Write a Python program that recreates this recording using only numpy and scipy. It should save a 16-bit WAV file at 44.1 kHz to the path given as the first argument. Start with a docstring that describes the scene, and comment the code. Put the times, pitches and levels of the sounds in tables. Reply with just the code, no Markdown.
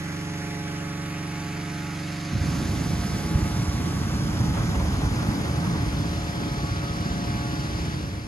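"""A one-cylinder petrol engine throbs and its three-blade inflator fan hums over rushing air.
A propane burner then gives a short blast and a long one, joined for a while by a second valve.
The flame is level-evened deep noise with single thumps; the jet is a fluttering roar that eases and a
hiss whose top dulls. Engine and fan are sums of tones at multiples of their rates; the fan adds chopped noise.
Balloons are being filled on an open field, heard by a slowly turning stereo camera."""
import sys
import numpy as np
from scipy import signal
from scipy.fft import rfft, irfft
from scipy.io import wavfile
from scipy.ndimage import uniform_filter1d

SR = 44100
rng = np.random.default_rng(int(sys.argv[2]) if len(sys.argv) > 2 else 0)


def master(y):
    """Save y as 16-bit WAV."""
    cut = np.clip(np.atleast_2d(y).T, -1, 1)
    pcm = np.round(cut * 32767)  # scale
    wavfile.write(sys.argv[1], SR, pcm.astype(np.int16))


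N = 364707
TIME_S = np.arange(N) / SR

# burner blasts, last row the second valve: (opens [s], shuts [s], rumble [dB], roar [dB], hiss [dB])
BLASTS = [(2.312, 3.25, -27, -41.5, -41), (3.29, 8.3, -28.5, -39.5, -41), (4.37, 5.7, -29, -38.5, -64)]
# single large puffs of burning gas: (time [s], peak level [dB])
FLAME_PUFFS = [(2.333, -23), (2.354, -14.5), (2.418, -14.5), (2.716, -18), (2.777, -17.5), (2.937, -23),
               (3.359, -9.5), (3.43, -14), (3.6, -18), (3.779, -20), (4.052, -22), (4.195, -19),
               (4.417, -11.5), (4.486, -16.5), (4.721, -19), (4.777, -18), (4.845, -18), (4.9, -19),
               (5.071, -15.5), (5.117, -19), (5.291, -13), (5.513, -18), (5.784, -20), (5.835, -19),
               (5.95, -17.5), (6.009, -16.5), (6.637, -22), (6.721, -18.5), (7.304, -17.5), (7.364, -20),
               (7.597, -19.5)]
# surging of the flame: (time [s], rumble gain [dB])
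FLAME_SURGE = [(2.5, -1), (2.75, -0.5), (2.92, 0), (3.17, -1), (3.4, -1.5), (3.62, 1.5), (3.87, 0.5),
               (4.25, 2), (4.58, 0), (4.8, 2), (5.15, 0.5), (5.4, -1), (5.6, 0), (6.03, 2), (6.25, -0.5),
               (6.9, 0), (7.37, 0.5), (7.7, 0.5), (8.1, 3)]
# relative noise spectrum of the flame: (frequency [Hz], density [dB])
RUMBLE_SPECTRUM = [(20, -16), (30, -15), (45, -8.5), (62, 0.5), (85, -1), (120, -2.5), (178, -3.5),
                   (210, -6.5), (250, -11.5), (295, -11), (340, -15), (450, -23.5), (900, -49.5)]
# relative noise spectrum of the jet's roar: (frequency [Hz], density [dB])
ROAR_SPECTRUM = [(200, -9.5), (450, -1), (700, -0.5), (1100, -1.5), (1600, -9.5), (2400, -12.5),
                 (4000, -29)]
# relative noise spectrum of the jet's hiss: (frequency [Hz], density [dB])
HISS_SPECTRUM = [(1200, 4), (2200, -0.5), (3200, 5), (4000, 5.5), (5000, 6.5), (5800, 5.5), (6600, 4.5),
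                 (7500, 3), (9000, 0.5), (10500, -2.5), (12000, -4), (14000, -7)]
# relative exhaust orders: (multiple of the firing rate, level [dB])
EXHAUST_ORDERS = [(1, -41), (2, -17), (3, -15), (4, -5.5), (5, -10), (6, -3), (7, 0), (8, -6), (9, -13),
                  (10, -19), (11, -25), (12, -8.5), (13, -5), (14, -13), (15, -22.5), (16, -35), (17, -20),
                  (19, -25)]
# strongest fan tones, swelling and sinking in level: (time [s], 3rd [dB], 4th [dB], 5th [dB], 6th multiple of
# the blade rate [dB])
FAN_HUM = [(0.0, -52, -54, -67, -51), (0.35, -48, -52, -49.5, -50), (0.65, -48.5, -49.5, -52.5, -45.5),
           (1.15, -50, -51, -54, -53.5), (1.35, -51, -57, -52.5, -46.5), (1.65, -50.5, -56, -48, -53.0),
           (1.9, -52, -55.0, -56.0, -47.5), (2.1, -61, -50.5, -50.5, -64), (2.85, -53, -50, -49.5, -49),
           (3.05, -52.5, -58, -45.5, -56), (3.35, -50, -47.5, -57, -44.5), (3.5, -50, -52, -48, -47),
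           (4.1, -54.5, -58.5, -57, -56), (4.3, -55.5, -50.5, -62, -58), (4.5, -58, -51, -58, -44),
           (4.75, -54, -47, -51.5, -57.5), (5.0, -45, -58.0, -50, -54.5), (5.15, -53, -56.0, -55, -44),
           (5.4, -51.5, -55, -59, -55.5), (5.55, -52, -46, -46, -44.5), (5.9, -49.0, -51, -51.5, -46),
           (6.1, -54, -46, -46, -54), (6.6, -49, -47.5, -48, -46), (6.8, -52, -48, -50, -57),
           (7.2, -53, -49, -44.5, -44), (7.55, -50.5, -50.5, -44.5, -48), (7.7, -51.0, -47, -55, -53),
           (7.9, -52.5, -56, -49, -48), (8.05, -53, -47.5, -58, -56), (8.25, -56, -48, -48, -58.5)]
# upper fan tones: (multiple of the blade rate, level before the FAN_TURN gain [dB])
UPPER_FAN_TONES = [(7, -67.5), (8, -56.7), (9, -56.5), (10, -60), (11, -58), (12, -66)]
# fan as heard from the turning camera: (time [s], upper tone gain [dB], wash gain [dB])
FAN_TURN = [(0, 0, 0), (1, 2.5, -1), (2.1, 1.5, -0.5), (3, 3.5, -3), (4, 4.5, -3.5), (5.5, 6, -2),
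            (6.6, 7.5, -2.5), (7.3, 8, -2.5), (8.1, 2, -1.5)]
# relative noise spectrum of the churned air: (frequency [Hz], density [dB])
WASH_SPECTRUM = [(30, -16), (80, -5), (160, -6.5), (300, -6), (450, -9), (700, -8.5), (1000, -9.5),
                 (1500, -6.5), (2200, -3.5), (3200, -13.5), (4500, -13.5), (6500, -15.5), (9000, -20),
                 (12000, -25), (14000, -30)]
# likeness of the two microphones: (frequency [Hz], coherence [0..1])
MIC_LIKENESS = [(100, 1), (270, 0.92), (600, 0.079), (1300, 0.42), (2500, 0.47), (5000, 0.82), (7000, 0.31),
                (12000, 0.037)]
# camera body shadow, sound on its right: (frequency [Hz], left minus right [dB])
SHADOW_RIGHT = [(100, -1.8), (400, -3), (850, -7), (2100, -2.5), (3200, 5), (4500, -5), (5800, -1.5),
                (6800, -5), (8500, 0)]
# camera body shadow, sound on its left: (frequency [Hz], left minus right [dB])
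SHADOW_LEFT = [(100, -1), (400, -.5), (850, 2.5), (1900, -2.5), (3100, 10), (4300, 0.5), (5800, -4.5),
               (7500, 0.5), (8500, 0)]
# tone colour of the sum of the two channels, peaks and dips: (frequency [Hz], gain [dB])
SUM_COLOUR = [(3000, 0.5), (3900, -0.5), (4550, 1), (5100, 1.5), (5500, -4), (5850, -1), (6350, 2),
              (6800, 1.5), (7500, 0.5), (8250, -16.5), (9200, 0), (10500, 2.5), (12300, 0.5), (12900, -26)]
# tone colour of the difference of the two channels, peaks and dips: (frequency [Hz], gain [dB])
DIFFERENCE_COLOUR = [(500, 0), (1100, -1.5), (1800, 2), (2500, -5), (3500, 1.5), (4450, -4.5), (5800, 4.5),
                     (6700, -6), (7600, 1.5), (8500, 4), (9700, 0), (11000, -16), (12200, 0), (13300, 1.5)]
# closing fade: (time [s], gain [dB])
END_FADE = [(7.85, 0), (8.27, -7)]

# first-rush offset (negative: starts weak) decays with FLARE_S; slopes run from the valve's opening
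FLARE_S = 0.3
RUMBLE_RISE_S, RUMBLE_FLARE_DB, RUMBLE_SLOPE_DB_PER_S = 0.0089, 1.5, -0.37
ROAR_RISE_S, ROAR_FLARE_DB, ROAR_SLOPE_DB_PER_S = 0.12, -1.5, -0.92
HISS_RISE_S, HISS_FLARE_DB, HISS_SLOPE_DB_PER_S = 0.19, -1.5, 0.3
RELEASE_DB_PER_S = 26  # added to the slope once the valve shuts
DULL_FROM_S, DULL_DB_PER_S = 3.53, 4.5  # top of the hiss

FIRING_HZ, EXHAUST_DB = 23.54, -32.5
EXHAUST_FADE_DB_PER_S = 0.7  # low throb only, once the camera turns away
WASH_DB = -38

# FACING_S: camera faces the sound; PORT_MS: delay between microphones for sound from the side
TURN_DEG_PER_S, FACING_S, PORT_MS = 17.6, 2.26, 0.22
BAND_EDGE_HZ = 14000


def amp(db):
    """Decibels to gain."""
    return 10 ** (np.asarray(db) / 20)


def unit(x):
    """Scales to rms 1."""
    return x / np.sqrt(np.mean(x ** 2) + 1e-20)


def curve(rows):
    """Columns of a time table, joined by straight lines."""
    s, *columns = np.transpose(rows)
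    return [np.interp(TIME_S, s, column) for column in columns]


def colour(points, hz):
    """Reads a spectrum on a log-frequency axis."""
    f, value = np.transpose(points)
    return np.interp(np.log(hz + 1), np.log(f), value)


def drift(top_hz):
    """Random motion of rms 1: twenty sines no faster than top_hz."""
    t = np.arange(0, N / SR + .01, .004)
    rates_hz = top_hz * rng.uniform(0.0987, 1, 20)
    waves = sum(np.sin(2 * np.pi * (hz * t + rng.random())) for hz in rates_hz)
    return np.interp(TIME_S, t, unit(waves))


def spectra(x, size):
    """Short-time spectra: Hz, s, (channel, bin, frame)."""
    return signal.stft(x, SR, nperseg=size, noverlap=size * 3 // 4)


def waveform(z, size):
    """Short-time spectra back to sound."""
    return signal.istft(z, SR, nperseg=size, noverlap=size * 3 // 4)[1][..., :N]


def turbulence(points, patchy_db, size):
    """Coloured noise with drifting eddies, partly alike at the two microphones."""
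    hz, _, (a, b, grid) = spectra(rng.standard_normal((3, N)), size)
    eddies = uniform_filter1d(rng.standard_normal(grid.shape), size=14, axis=0)
    eddies = unit(uniform_filter1d(eddies, size=10, axis=1))
    same = np.clip(colour(MIC_LIKENESS, hz), 0, 1)[:, None]
    pair = np.array([a, same * a + np.sqrt(1 - same ** 2) * b])
    level_db = colour(points, hz)[:, None] + patchy_db * eddies
    return unit(waveform(pair * amp(level_db), size))


def blasts(levels_db, rise_s, flare_db, slope_db_per_s):
    """Gain of one burner part: each blast rises, settles, drifts and dies away; powers add."""
    power = np.zeros(N)
    for (opens_s, shuts_s, *_), db in zip(BLASTS, levels_db):
        age_s = np.maximum(TIME_S - opens_s, 0)
        shut_for_s = np.maximum(TIME_S - shuts_s, 0)
        level_db = db + flare_db * np.exp(-age_s / FLARE_S) + slope_db_per_s * age_s
        level_db -= RELEASE_DB_PER_S * shut_for_s
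        power += (np.minimum(age_s / rise_s, 1) * amp(level_db)) ** 2
    return np.sqrt(power)


def flame(puff_hz=90, typical_puff_db=-14, db_per_octave=16, puff_spread=0.12, buffet_db=1.5):
    """Burning gas billows into a deep rumble; big pockets flare as single thumps."""
    rumble_db = np.transpose(BLASTS)[2]
    rumble = turbulence(RUMBLE_SPECTRUM, patchy_db=2.0, size=4096) * amp(buffet_db * drift(22))
    # even out the noise level over about a tenth of a second
    local_power = uniform_filter1d(rumble[0] ** 2, size=4000, mode="reflect")
    rumble /= np.sqrt(local_power + 1e-9)
    gain = blasts(rumble_db, RUMBLE_RISE_S, RUMBLE_FLARE_DB, RUMBLE_SLOPE_DB_PER_S)
    out = rumble * gain * amp(curve(FLAME_SURGE)[0])
    for s, db in FLAME_PUFFS:
        near = abs(TIME_S - s) < .03
        # smaller pockets flare faster, so they sound higher
        octaves_up = max(typical_puff_db - db, 0) / db_per_octave
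        hz = puff_hz * 2 ** octaves_up * np.exp(puff_spread * rng.standard_normal())
        u = (np.pi * hz * (TIME_S[near] - s)) ** 2
        out[:, near] -= amp(db) * (1 - 2 * u) * np.exp(-u)
    return out


def jet(flutter_db=1.8, sizzle_db=0.6, top_hz=6100):
    """Propane leaving the nozzles: a fluttering roar and a hiss whose top dulls."""
    roar_db, hiss_db = np.transpose(BLASTS)[3:]
    roar = turbulence(ROAR_SPECTRUM, patchy_db=0.86, size=1024) * amp(flutter_db * drift(40))
    hiss = turbulence(HISS_SPECTRUM, patchy_db=1.1, size=512) * amp(sizzle_db * drift(50))
    low_pass = signal.butter(3, top_hz, fs=SR, output="sos")
    body = signal.sosfiltfilt(low_pass, hiss)
    top_db = -DULL_DB_PER_S * np.maximum(TIME_S - DULL_FROM_S, 0)
    hiss = body + (hiss - body) * amp(top_db)
    roar_gain = blasts(roar_db, ROAR_RISE_S, ROAR_FLARE_DB, ROAR_SLOPE_DB_PER_S)
    hiss_gain = blasts(hiss_db, HISS_RISE_S, HISS_FLARE_DB, HISS_SLOPE_DB_PER_S)
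    return roar * roar_gain + hiss * hiss_gain


def engine(cycles, buzz_db=-34.5, dispersion=.69):
    """One exhaust puff a cycle, smeared into a throb because higher orders come out later."""
    # faint buzz above the muffler's resonances
    buzz = [(k, buzz_db + 2 * rng.standard_normal()) for k in range(20, 60) if k % 6]
    orders = list(EXHAUST_ORDERS) + buzz
    crank = np.linspace(0, 1, 4097)  # one cycle
    waves = [-amp(db) * np.cos(2 * np.pi * k * crank - np.pi * dispersion * k ** 2) for k, db in orders]
    throb = np.interp(cycles % 1, crank, sum(waves[:10]))
    drone = np.interp(cycles % 1, crank, sum(waves[10:]))
    fade_db = -EXHAUST_FADE_DB_PER_S * np.maximum(TIME_S - FACING_S, 0)
    return amp(EXHAUST_DB) * (throb * amp(fade_db) + drone) / np.std(throb + drone)


def fan(cycles, waver_db=2.5, hum_waver_db=.5, smear_rad=0.35, side_smear_rad=0.29, lurch_rad=0.071,
        pulsing=0.15, blade_chop=0.049, firing_chop=0.15):
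    """Three blades, two turns a firing: tones wavering in the moving air over a chopped wash."""
    tones_db, wash_db = curve(FAN_TURN)
    firing = 2 * np.pi * cycles
    # shaft slows on compression, leaps on firing: tones pulse in pitch and level, giving sidebands
    passes = 6 * firing + lurch_rad * np.sin(firing)
    hum = [(k, db + hum_waver_db * drift(3.5)) for k, db in zip((3, 4, 5, 6), curve(FAN_HUM))]
    upper = [(k, db + tones_db + waver_db * drift(3.2)) for k, db in UPPER_FAN_TONES]
    tones = np.zeros((2, N))
    for k, db in hum + upper:
        phase = k * passes + smear_rad * drift(5) + 2 * np.pi * rng.random()
        level = np.sqrt(2) * amp(db) * (1 - pulsing * np.cos(firing))
        tones += [level * np.cos(phase + side_smear_rad * drift(1.5)) for side in range(2)]
    beat = np.cos(firing) + np.cos(2 * firing)
    chop = (1 + blade_chop * np.cos(passes)) * (1 + firing_chop * beat / 2)
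    wash = turbulence(WASH_SPECTRUM, patchy_db=1, size=1024)
    return tones + amp(WASH_DB + wash_db) * chop * wash


def microphones(x, facing_db=3, facing_hz=4700, facing_ms=0.019, detour_ms=0.17, detour_share=0.51):
    """Bearing sets the delay between ports, the body's shadow and a lift when facing the sound."""
    hz, t, z = spectra(x, size=1024)
    lead_ms = PORT_MS * np.sin(np.radians(TURN_DEG_PER_S * (t - FACING_S)))
    turned = np.clip(lead_ms / lead_ms.max(), 0, 1)
    shade_db = np.outer(colour(SHADOW_RIGHT, hz), 1 - turned) + np.outer(colour(SHADOW_LEFT, hz), turned)
    lift_band = np.exp(-(np.log2((hz + 1) / facing_hz) / .5) ** 2)
    lift_db = facing_db * np.outer(lift_band, np.exp(-(lead_ms / facing_ms) ** 2))
    shade = amp(np.array([1, -1])[:, None, None] / 2 * shade_db)
    shade /= np.sqrt(np.mean(shade ** 2, axis=0))
    radians_per_ms = 2 * np.pi * hz[:, None] / 1000
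    # turning away sends more sound round the body to the right port; only its phase shift is used
    share = detour_share * turned
    detour = np.angle(1 - share + share * np.exp(1j * radians_per_ms * detour_ms))
    right = z[1] * np.exp(-1j * (radians_per_ms * lead_ms + detour))
    return waveform(np.array([z[0], right]) * amp(lift_db) * shade, size=1024)


def colour_sum_and_difference(x):
    """Tone colour of the sum and difference of the two channels: peaks and dips."""
    hz = np.fft.rfftfreq(N, 1 / SR)
    mid = irfft(rfft(x[0] + x[1]) / 2 * amp(colour(SUM_COLOUR, hz)), N)
    side = irfft(rfft(x[0] - x[1]) / 2 * amp(colour(DIFFERENCE_COLOUR, hz)), N)
    return np.array([mid + side, mid - side])


def scene():
    """Burner, engine and fan at the microphones; firing rate wanders by 0.12 % rms."""
    cycles = np.cumsum(FIRING_HZ * (1 + .0012 * drift(2))) / SR
    return microphones(flame() + jet() + engine(cycles) + fan(cycles))


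def record(dry, low_cut_hz=36):
    """Sum and difference colour, low cut, closing fade and band limit."""
    high_pass = signal.butter(3, low_cut_hz, "highpass", fs=SR, output="sos")
    cut = signal.sosfiltfilt(high_pass, colour_sum_and_difference(dry))
    faded = cut * amp(curve(END_FADE)[0])
    edge = signal.firwin(511, BAND_EDGE_HZ, window=("kaiser", 9), fs=SR)
    return signal.oaconvolve(faded, edge[None], "same", axes=1)


dry = scene()
out = record(dry)
master(out)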